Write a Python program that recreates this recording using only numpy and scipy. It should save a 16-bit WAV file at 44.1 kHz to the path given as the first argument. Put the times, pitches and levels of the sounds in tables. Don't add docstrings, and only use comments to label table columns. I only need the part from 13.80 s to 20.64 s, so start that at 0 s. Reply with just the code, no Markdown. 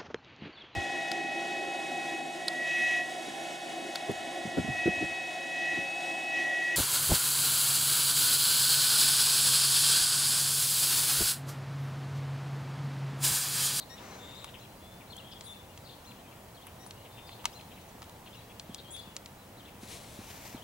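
import sys
import numpy as np
from scipy import signal
from scipy.fft import rfft, irfft, next_fast_len
from scipy.io import wavfile

SR = 44100
rng = np.random.default_rng(int(sys.argv[2]) if len(sys.argv) > 2 else 0)


def store_pcm(level_fs):
    pcm = np.round(np.clip(level_fs, -1, 1) * 32767).astype(np.int16)
    wavfile.write(sys.argv[1], SR, np.atleast_2d(pcm).T)


N = 301582

# freq_hz, relative_level_db_per_hz
AIR_COLOUR = [(15, -41), (25, -8.5), (55, -5.5), (110, -1), (221, -5), (322, -7.5), (433, -10), (482, -8),
              (722, -9.5), (1050, -13), (1500, -17.5), (1850, -18.5), (2920, -22.5), (3440, -23),
              (3720, -26.5), (5140, -27), (15500, -28)]
AIR_LEVEL_DB = -52.5
# time_s, level_db (before trim_db)
RUSH_LEVEL = [(0, -51), (.3, -57), (.9, -55), (2.6, -56), (3.7, -52.5), (5.5, -58), (6.1, -56.5),
              (6.84, -51)]
# freq_hz, relative_level_db_per_hz
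RUSH_COLOUR = [(200, -20), (450, 0.5), (650, 3), (950, 4), (1200, -8.5), (1500, -26), (2500, -18)]
# centre_hz, width_hz, level_db
HUM_BANDS = [(82.138, 18, -63.5), (116.09, 23, -65.5), (200.6, 41, -65.5)]
WHINE_HZ, WHINE_DB = 15735, -73.5
CUTOFF_HZ = 16000

# freq_hz, side_re_middle_db
AIR_WIDTH = [(30, -35), (85, -26), (180, -21), (350, -17), (700, -11), (1500, -6), (4000, -2.5), (9000, -5),
             (14000, -17)]
CLOTH_WIDTH = [(200, -18), (1500, -6), (4500, -16), (7000, -8), (10500, 0), (14000, 1)]
BACK_WIDTH = [(300, -12.5), (2200, -8), (3400, -19), (5000, -5.5), (7000, -0.5), (9800, 9), (12500, -2),
              (15000, -7)]
# freq_hz, lead_rad
AIR_LEAD = [(40, .08), (90, .15), (180, 0.3), (350, 0.58), (700, 0.78), (1400, 0.88), (3500, 0.39),
            (9000, .05)]
CLOTH_LEAD = [(60, .01), (300, .1), (950, 0.92), (1700, 0.9), (3500, 0.27), (9000, .05)]

# start_s, attack_s, hold_s, level_db (before trim), sag_db_per_s, release_t60_s
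CLOTH_STROKES = [(.06, 0.23, 0.417, -50, -25.5, 0.786), (5.99, 0.095, 0.33, -48, -19, 0.81),
                 (6.37, 0.15, 0.18, -49, -22, 0.68)]
# freq_hz, relative_level_db_per_hz
BRUSH_COLOUR = [(100, -31), (250, 7), (1000, 3.5), (1700, -1.5), (2300, -1.5), (3500, -10.5), (5000, -9),
                (6000, -14), (7500, -11.5), (15000, -69.5)]
SLIDE_COLOUR = [(300, -2), (700, 0.5), (1300, -14), (2200, -3.5), (3000, -5), (4000, -1.5), (4900, -7),
                (5600, -5.5), (7300, -7), (10500, -8.5), (13000, -17), (16000, -24.5)]
BACK_COLOUR = [(300, 0), (700, 5), (1300, -1), (2300, 7), (3400, 0.5), (6100, 1), (7500, -3), (10500, -8.5),
               (12700, -2), (14500, -5), (16000, -10)]

# start_s, level_db (before trim_db), knock_db, clack_db, ring_db, snap_db, left_re_right_db
CASE_TICKS = [(0.643, -28.5, 3, -2, -8, -1, 2), (1.366, -38, -4, 4, 11, 18, -.6),
              (1.609, -33, -3, -6, -2, -12, 3), (1.975, -37.5, -6, 4, 2, -9, 2),
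              (2.868, -35.5, 10, 5, -9, 18, -.9), (3.063, -39.5, 13, -6, .5, -4, 6),
              (3.108, -32.5, -7, -9, -8, -16, 0), (3.492, -36, 9, 9, -15, -18, -3),
              (3.642, -33.5, 17, -4, -8, -7.5, 1), (3.654, -14, 4.5, 3.5, -1.5, -4.5, 1.5),
              (3.811, -41, -7, 0, -12, -13, 1), (4.219, -35, 12, 4, -2, -9, 3),
              (4.227, -36, 5, 0, -8, -5, 1), (4.241, -44, 0, 0, -6, -6, 3), (4.295, -41.5, 1, -7, -6, 2, 1),
              (4.796, -29, -17, -12, -10, -15, 1.7), (4.945, -27.5, -9, -10, -3, -4, 1.9),
              (5.164, -37, -8, -1, -3, 9, -1), (5.365, -25, -5, -3, 0.5, -5, 0),
              (5.459, -33.5, -6, 2, -1, -8, 2.7)]
# freq_hz, relative_level_db
CASE_COLOUR = [(850, 1), (1150, 5), (1550, -10), (2100, 3.5), (4000, 4), (5800, 2), (7600, 1.5),
               (8600, -2.5), (11000, -4), (12500, -11), (14500, -10), (16000, -18)]
# freq_hz, t60_s
CASE_DECAY = [(1000, 0.018), (4000, 0.01), (8000, 0.016), (14000, 0.0096)]

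# start_s, length_s, pitch_hz, rise_share_of_pitch, level_db, rasp_0_to_1
WHISTLES = [(0, 0.042, 3950, -0.18, -52, 0.83), (0.3, 0.065, 4020, -.01, -61, 0.1),
            (0.99, 0.2, 3470, 0.05, -64, 0.03), (1.41, 0.19, 3300, 0.069, -59.5, 0.47),
            (2.347, 0.078, 3000, 0.1941, -70, 0.1), (2.43, 0.05275, 2480, -0.1, -68, 0.14),
            (2.468, 0.04, 3170, 0.024, -67, 0.05), (3.063, 0.016, 9300, 0.0096, -52, 0.2),
            (3.147, 0.091, 2860, -0.025, -65, 0.27), (3.265, 0.33, 3590, 0.004, -65, 0.04),
            (4.009, 0.02, 6000, -0.0036, -68, 0.02), (4.073, 0.02906, 6010, .005, -65.5, 0.04),
            (4.689, 0.03924, 3370, 0.0099, -63, 0.24), (4.889, 0.096, 3270, 0.0135, -61.5, 0.4),
            (5.032, 0.09, 3240, 0.074, -60, 0.2)]
# delay_s, length_s, start_hz, middle_hz, end_hz, relative_level_db, rasp_0_to_1,
# then optional overtone_db from the second harmonic up; pitches before the call's pitch_ratio
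ARCH_NOTES = [(.004, .027, 2350, 3500, 4100, -3, .08), (.026, .046, 4170, 4090, 4000, 1, .05),
              (.069, .015, 3900, 2900, 2200, 2, .15), (.002, .03, 4200, 5800, 6650, -5, .4),
              (.028, .04, 6850, 6800, 6650, -11, .1), (.032, .034, 2750, 2750, 2640, -10, .05)]
WARBLE_NOTES = [(.004, .021, 3700, 4000, 4150, -1, .15), (.023, .027, 4500, 3250, 3120, 1.5, .22),
                (.058, .026, 2780, 2980, 3080, -5, .15), (.08, .018, 3050, 3250, 3800, 3, .2),
                (.098, .018, 3000, 2650, 2620, -1, .2)]
SQUEAK_NOTES = [(0, .055, 3370, 3370, 3370, -7, .03, -5, 4), (.03, .08, 3380, 3390, 3480, 1, .03, -15, -6),
                (.02, .07, 3760, 3660, 3580, -5, .1), (0, .014, 6700, 7900, 8500, 0, .25),
                (.009, .045, 8500, 9000, 9400, 1, .05)]
NASAL_NOTES = [(0, 0.068, 1915, 1940, 2000, -3, 0.12, 1.5, 4.5, -5)]
SLUR_NOTES = [(0, 0.048, 5230, 4390, 3995, -1.2, 0.44), (.046, 0.0366, 3620, 4000, 3840, 0.21, 0.64)]
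# start_s, level_db (before trim_db), pitch_ratio, swell_db_per_s
ARCH_CALLS = [(0.545, -59.5, 1, -20), (.778, -59, 0.99, -40), (2.24, -58, 1, 45), (3.507, -71, 0.9, 0),
              (3.72, -55.5, 1, 2), (4.534, -58.5, 0.96, -50)]
WARBLE_CALLS = [(1.294, -54.5, 1.064, 16), (2.739, -63, 1.06, -15), (4.446, -67.5, 1.05, 85),
                (5.768, -62.5, 1, 0), (6.738, -60.5, 1.01, 0)]
SQUEAK_CALLS = [(1.634, -55, 1.03, 83), (5.105, -50.5, 1.002, -11)]
NASAL_CALLS = [(.09, -62, 0.96, 0), (2.99, -69, 0.98, 0)]
SLUR_CALLS = [(2.04, -58.5, 0.95, 0), (2.066, -62.5, .96, 50), (3.461, -60.5, 1, 0), (5.161, -61, 1, -20)]
# start_s, pitch_hz, level_db (before trim_db)
CHIPS = [(.168, 3300, -62), (.483, 2500, -68), (0.669, 3156, -62.5), (.735, 2848, -58.5), (1.2, 2380, -65),
         (1.508, 3400, -63), (1.509, 4950, -65), (2.507, 2644, -67.5), (2.86, 2680, -66),
         (3.244, 2850, -65), (3.37, 2820, -61.5), (3.586, 2970, -66.5), (3.903, 2990, -65),
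         (3.957, 2694, -66.5), (3.51, 3300, -65), (4.456, 3002, -62.5), (4.694, 2600, -68),
         (4.977, 3830, -59), (5.87, 2800, -67)]
CHIP_LENGTH_S, CHIP_FALL_SHARE = 0.0345, 0.162
# start_s, length_s, pitch_hz, level_db, second_harmonic_db, swing_share_of_pitch
BUZZES = [(.19, 0.25, 6080, -64, -30, .06), (0.362, 0.34, 3634, -56.5, -9.5, .04)]
BUZZ_PULSE_HZ, BUZZ_RISE_SHARE = 124.65, 0.057

# freq_hz (mean), relative_level_db, t60_s
GROUND_MODES = [(110, -6, 0.079), (227, 11.5, 0.025), (281, -2, 0.027)]
FIRST_STEP_S, STEP_S, STEP_DB, STEP_FADE_DB_PER_S = .137, 0.27, -51.5, -0.5
# start_s, level_db (before trim_db), extra_deepest_mode_db
LATER_STEPS = [(4.893, -36.5, -2), (5.27, -43, 0), (5.65, -56, -3), (6.029, -37.5, -3), (6.388, -34, 2.5),
               (6.744, -32.5, 0)]


def from_db(db):
    return 10 ** (np.asarray(db) / 20)


def rms_one(x):
    return x / np.sqrt(np.mean(x ** 2) + 1e-20)


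def level(rows):
    return from_db(np.interp(np.arange(N) / SR, *np.transpose(rows)))


def at_hz(points, hz):
    table_hz, values = np.transpose(points)
    return np.interp(np.log(hz + 1e-3), np.log(table_hz), values)


def band(x, low_hz, high_hz):
    edges_hz = [low_hz, min(high_hz, .45 * SR)]
    return signal.sosfilt(signal.butter(2, edges_hz, "band", fs=SR, output="sos"), x)


def drift(rate_hz, size=N):
    knots = rng.standard_normal(size // 8 + 2)
    line = np.interp(np.arange(size) * rate_hz / SR, np.arange(len(knots)), knots)
    return line * np.sqrt(3 / 2)


def add(out, start_s, sound):
    start = max(0, round(start_s * SR))
    out[..., start:start + sound.shape[-1]] += sound[..., :N - start]


def pan(left_db):
    return from_db(np.array([[left_db], [-left_db]]) / 2)


def noise(colour, width, lead):
    size = next_fast_len(N)
    hz = np.arange(size // 2 + 1) * SR / size
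    signs = np.array([[1], [-1]])
    mid, side = rfft(rng.standard_normal((2, size))) * from_db(at_hz(colour, hz))
    ports = mid + signs * side * from_db(at_hz(width, hz))
    ports = ports * np.exp(-.5j * signs * at_hz(lead, hz))
    pair = irfft(ports, size)[:, :N]
    return pair / pair.mean(0).std()


def background(rush_trim_db=-5):
    t = np.arange(N) / SR
    air = from_db(AIR_LEVEL_DB) * noise(AIR_COLOUR, AIR_WIDTH, AIR_LEAD)
    rush = from_db(rush_trim_db) * level(RUSH_LEVEL) * noise(RUSH_COLOUR, AIR_WIDTH, AIR_LEAD)
    hum = np.zeros(N)
    for hz, width_hz, db in HUM_BANDS:
        hum_band = band(rng.standard_normal(N), hz - width_hz / 2, hz + width_hz / 2)
        hum += from_db(db) * rms_one(hum_band)
    whine = from_db(WHINE_DB) * np.sqrt(2) * np.sin(2 * np.pi * WHINE_HZ * t)
    return air + rush + hum + whine


def stroke(start_s, attack_s, hold_s, db, sag_db_per_s, release_t60_s):
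    t = np.arange(N) / SR - start_s
    sag_db = sag_db_per_s * np.clip(t - attack_s, 0, hold_s)
    release_db = -60 * np.maximum(t - attack_s - hold_s, 0) / release_t60_s
    return np.clip(t / attack_s, 0, 1) * from_db(db + sag_db + release_db)


def rub(motion, colour, width, grain_db, left_db, uneven_db=1.7, uneven_rate_hz=30):
    hiss = noise(colour, width, CLOTH_LEAD)
    grain = from_db(grain_db * drift(350) + uneven_db * drift(uneven_rate_hz))
    return stroke(*motion) * hiss * grain * pan(left_db)


def cloth():
    brush, slide, back = CLOTH_STROKES
    return (from_db(1.0) * rub(brush, BRUSH_COLOUR, CLOTH_WIDTH, grain_db=-0.5, left_db=2.5)
            + from_db(-0.5) * rub(slide, SLIDE_COLOUR, CLOTH_WIDTH, grain_db=-0.5, left_db=3.5)
            + from_db(-0.5) * rub(back, BACK_COLOUR, BACK_WIDTH, grain_db=1.3, left_db=2.5))


def ticks(trim_db=-10.0, slip_s=0.0002, port_turn_rad=0.61, after_db=-17, after_t60_s=0.048,
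          tail_db=-24, tail_t60_s=0.26, mode_count=56):
    out, t = np.zeros((2, N)), np.arange(int(.08 * SR)) / SR
    no_bass = signal.butter(6, 750, "high", fs=SR, output="sos")
    for s, db, knock_db, clack_db, ring_db, snap_db, left_db in CASE_TICKS:
        weight = [(1200, knock_db), (2200, clack_db), (4000, 0), (6500, ring_db), (10000, snap_db)]
        hz = np.linspace(900, 15800, mode_count)[:, None] + rng.uniform(-90, 90, (mode_count, 1))
        phase = 2 * np.pi * (hz * t + rng.random((mode_count, 1)))
        main_fade = from_db(-60 * t / at_hz(CASE_DECAY, hz))
        after_fade = from_db(after_db - 60 * t / after_t60_s)
        modes = from_db(at_hz(CASE_COLOUR, hz) + at_hz(weight, hz)) * (main_fade + after_fade)
        tick = np.array([np.sum(modes * np.sin(phase + side * port_turn_rad), axis=0) for side in (-1, 1)])
        tick *= 1 - np.exp(-(t / slip_s) ** 2)
        tick /= tick.mean(0)[t < .003].std()
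        scatter = rms_one(band(rng.standard_normal(tick.shape), 1300, 5000))
        tick += scatter * from_db(tail_db - 60 * t / tail_t60_s)
        add(out, s + 0.00045, from_db(db + trim_db) * signal.sosfilt(no_bass, tick) * pan(left_db))
    return out


def note(length_s, start_hz, middle_hz, end_hz, rasp, overtones_db=(), flutter=0.095,
         flutter_rate_hz=900, shake=0.33, grow_db_per_s=25):
    size = max(64, int(length_s * SR))
    u = np.linspace(0, 1, size)
    glide_hz = np.polyval(np.polyfit([0, .5, 1], [start_hz, middle_hz, end_hz], 2), u)
    hz = glide_hz * (1 + flutter * rasp * drift(flutter_rate_hz, size=size))
    phase = 2 * np.pi * np.cumsum(hz) / SR
    swell_db = grow_db_per_s * length_s * (u - .5) + 1.3 * drift(59.0, size=size)
    swell = signal.windows.tukey(size, .45) * from_db(swell_db)
    swell = swell * (1 + shake * rasp * drift(415, size=size))
    overtones = sum(from_db(db) * np.sin(k * phase) for k, db in enumerate(overtones_db, 2))
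    return np.sqrt(2) * rms_one(swell) * (np.sin(phase) + overtones)


def buzz(length_s, hz, overtone_db, swing_share, grain_db=1.0):
    size = int(length_s * SR)
    pulse_hz = BUZZ_PULSE_HZ * (1 + 0.15 * drift(60.7, size=size))
    swing = np.sin(2 * np.pi * np.cumsum(pulse_hz) / SR) + 0.59 * drift(500, size=size)
    rise = BUZZ_RISE_SHARE * np.linspace(-.5, .5, size)
    phase = 2 * np.pi * np.cumsum(hz * (1 + rise + swing_share * swing)) / SR
    swell = signal.windows.tukey(size, .45) * from_db(grain_db * drift(254, size=size))
    tone = np.sin(phase) + from_db(overtone_db) * np.sin(2 * phase)
    return np.sqrt(2) * rms_one(swell) * tone


def chip(hz, rasp_rate_hz=1500):
    size = int(CHIP_LENGTH_S * SR)
    fall = CHIP_FALL_SHARE * np.linspace(.5, -.5, size)
    phase = 2 * np.pi * np.cumsum(hz * (1 + fall)) / SR
    hoarse = (drift(rasp_rate_hz, size=size) * np.sin(phase)
              + drift(rasp_rate_hz, size=size) * np.cos(phase))
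    return rms_one(signal.windows.tukey(size, .6) * hoarse)


def sing(notes, calls, trim_db):
    out = np.zeros(N)
    for s, db, pitch, swell_db_per_s in calls:
        for delay_s, length_s, start, middle, end, note_db, rasp, *overtones_db in notes:
            tone = note(length_s, start * pitch, middle * pitch, end * pitch, rasp, overtones_db,
                        flutter=0.14217)
            tone_db = db + note_db + swell_db_per_s * delay_s + trim_db
            add(out, s + delay_s, from_db(tone_db) * tone)
    return out


def song(chip_trim_db=6.0):
    out = sing(ARCH_NOTES, ARCH_CALLS, trim_db=-2.0)
    out += sing(WARBLE_NOTES, WARBLE_CALLS, trim_db=1.0)
    out += sing(SLUR_NOTES, SLUR_CALLS, trim_db=1.5)
    out += sing(SQUEAK_NOTES, SQUEAK_CALLS, trim_db=-0.7)
    out += sing(NASAL_NOTES, NASAL_CALLS, trim_db=4.0)
    for s, length_s, hz, rise_share, db, rasp in WHISTLES:
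        half_rise_hz = hz * rise_share / 2
        tone = note(length_s, hz - half_rise_hz, hz, hz + half_rise_hz, rasp, flutter=0.099)
        add(out, s, from_db(db) * tone)
    for s, length_s, hz, db, overtone_db, swing_share in BUZZES:
        add(out, s, from_db(db) * buzz(length_s, hz, overtone_db, swing_share))
    for s, hz, db in CHIPS:
        add(out, s, from_db(db + chip_trim_db) * chip(hz))
    return out


def trees(x, t60_s=0.52, gap_s=0.0016):
    t = np.arange(SR) / SR
    scatter = rng.standard_normal((2, SR)) * from_db(-60 * t / t60_s) * (1 - np.exp(-t / gap_s))
    scatter = scatter / np.sqrt(np.sum(scatter[0] ** 2))
    return signal.fftconvolve(x[None], scatter, axes=1)[:, :N]


def flock(calls, per_s=60, spread=0.25, answer_db=-9, answer_s=0.16, idle_db=-73):
    twitter = np.zeros(N)
    for when, pitch, length, start, end in rng.random((int(per_s * N / SR), 5)):
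        hz = 2600 + 1750 * pitch
        start_hz = hz * (1 + spread * (start - .5))
        end_hz = hz * (1 + spread * 2 * (end - .5))
        add(twitter, when * N / SR, note(0.0303 + 0.059 * length, start_hz, hz, end_hz, 0.404))
    keep = np.exp(-1 / (answer_s * SR))
    stir = signal.lfilter([1 - keep], [1, -keep], np.abs(calls))
    gain = from_db(idle_db) + from_db(answer_db) * stir
    return gain * rms_one(trees(twitter, t60_s=0.055)) * pan(6.3)


def birds(calls, echo_db=-6, echo_top_hz=7000, slap_s=0.091, slap_db=-17, left_db=6.5):
    direct = np.array([np.roll(calls, 2), calls])
    dull = band(calls, 1270, echo_top_hz)
    echo = from_db(echo_db) * trees(dull)
    add(echo, slap_s, from_db(slap_db) * dull)
    return (direct + echo) * pan(left_db)


def hoofs(trim_db=-1.0, sand_db=-20, sand_t60_s=0.29, faint_count=12):
    out, t = np.zeros(N), np.arange(int(.2 * SR)) / SR
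    faint_times_s = FIRST_STEP_S + STEP_S * np.arange(faint_count)
    faint_steps = [(s, STEP_DB + STEP_FADE_DB_PER_S * s, 0) for s in faint_times_s]
    for s, db, depth_db in faint_steps + list(LATER_STEPS):
        thud = np.zeros(len(t))
        for k, (hz, mode_db, t60_s) in enumerate(GROUND_MODES):
            fade = from_db(mode_db + depth_db * (k == 0) - 60 * t / t60_s)
            step_hz = hz * (1 + 0.05 * rng.normal())
            thud += fade * np.sin(2 * np.pi * step_hz * t)
        spray = rms_one(band(rng.standard_normal(len(t)), 330, 1900))
        spray = spray * from_db(sand_db - 60 * t / sand_t60_s)
        onset = 1 - np.exp(-t / 0.0033)
        add(out, s + 0.0020815, from_db(db + trim_db) * (thud + spray) * onset)
    return out


def scene():
    calls = song()
    return hoofs() + birds(calls) + flock(calls) + ticks() + cloth() + background()


def record(dry):
    return signal.sosfilt(signal.ellip(12, .1, 70, CUTOFF_HZ, fs=SR, output="sos"), dry)


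dry = scene()
out = record(dry)
store_pcm(out)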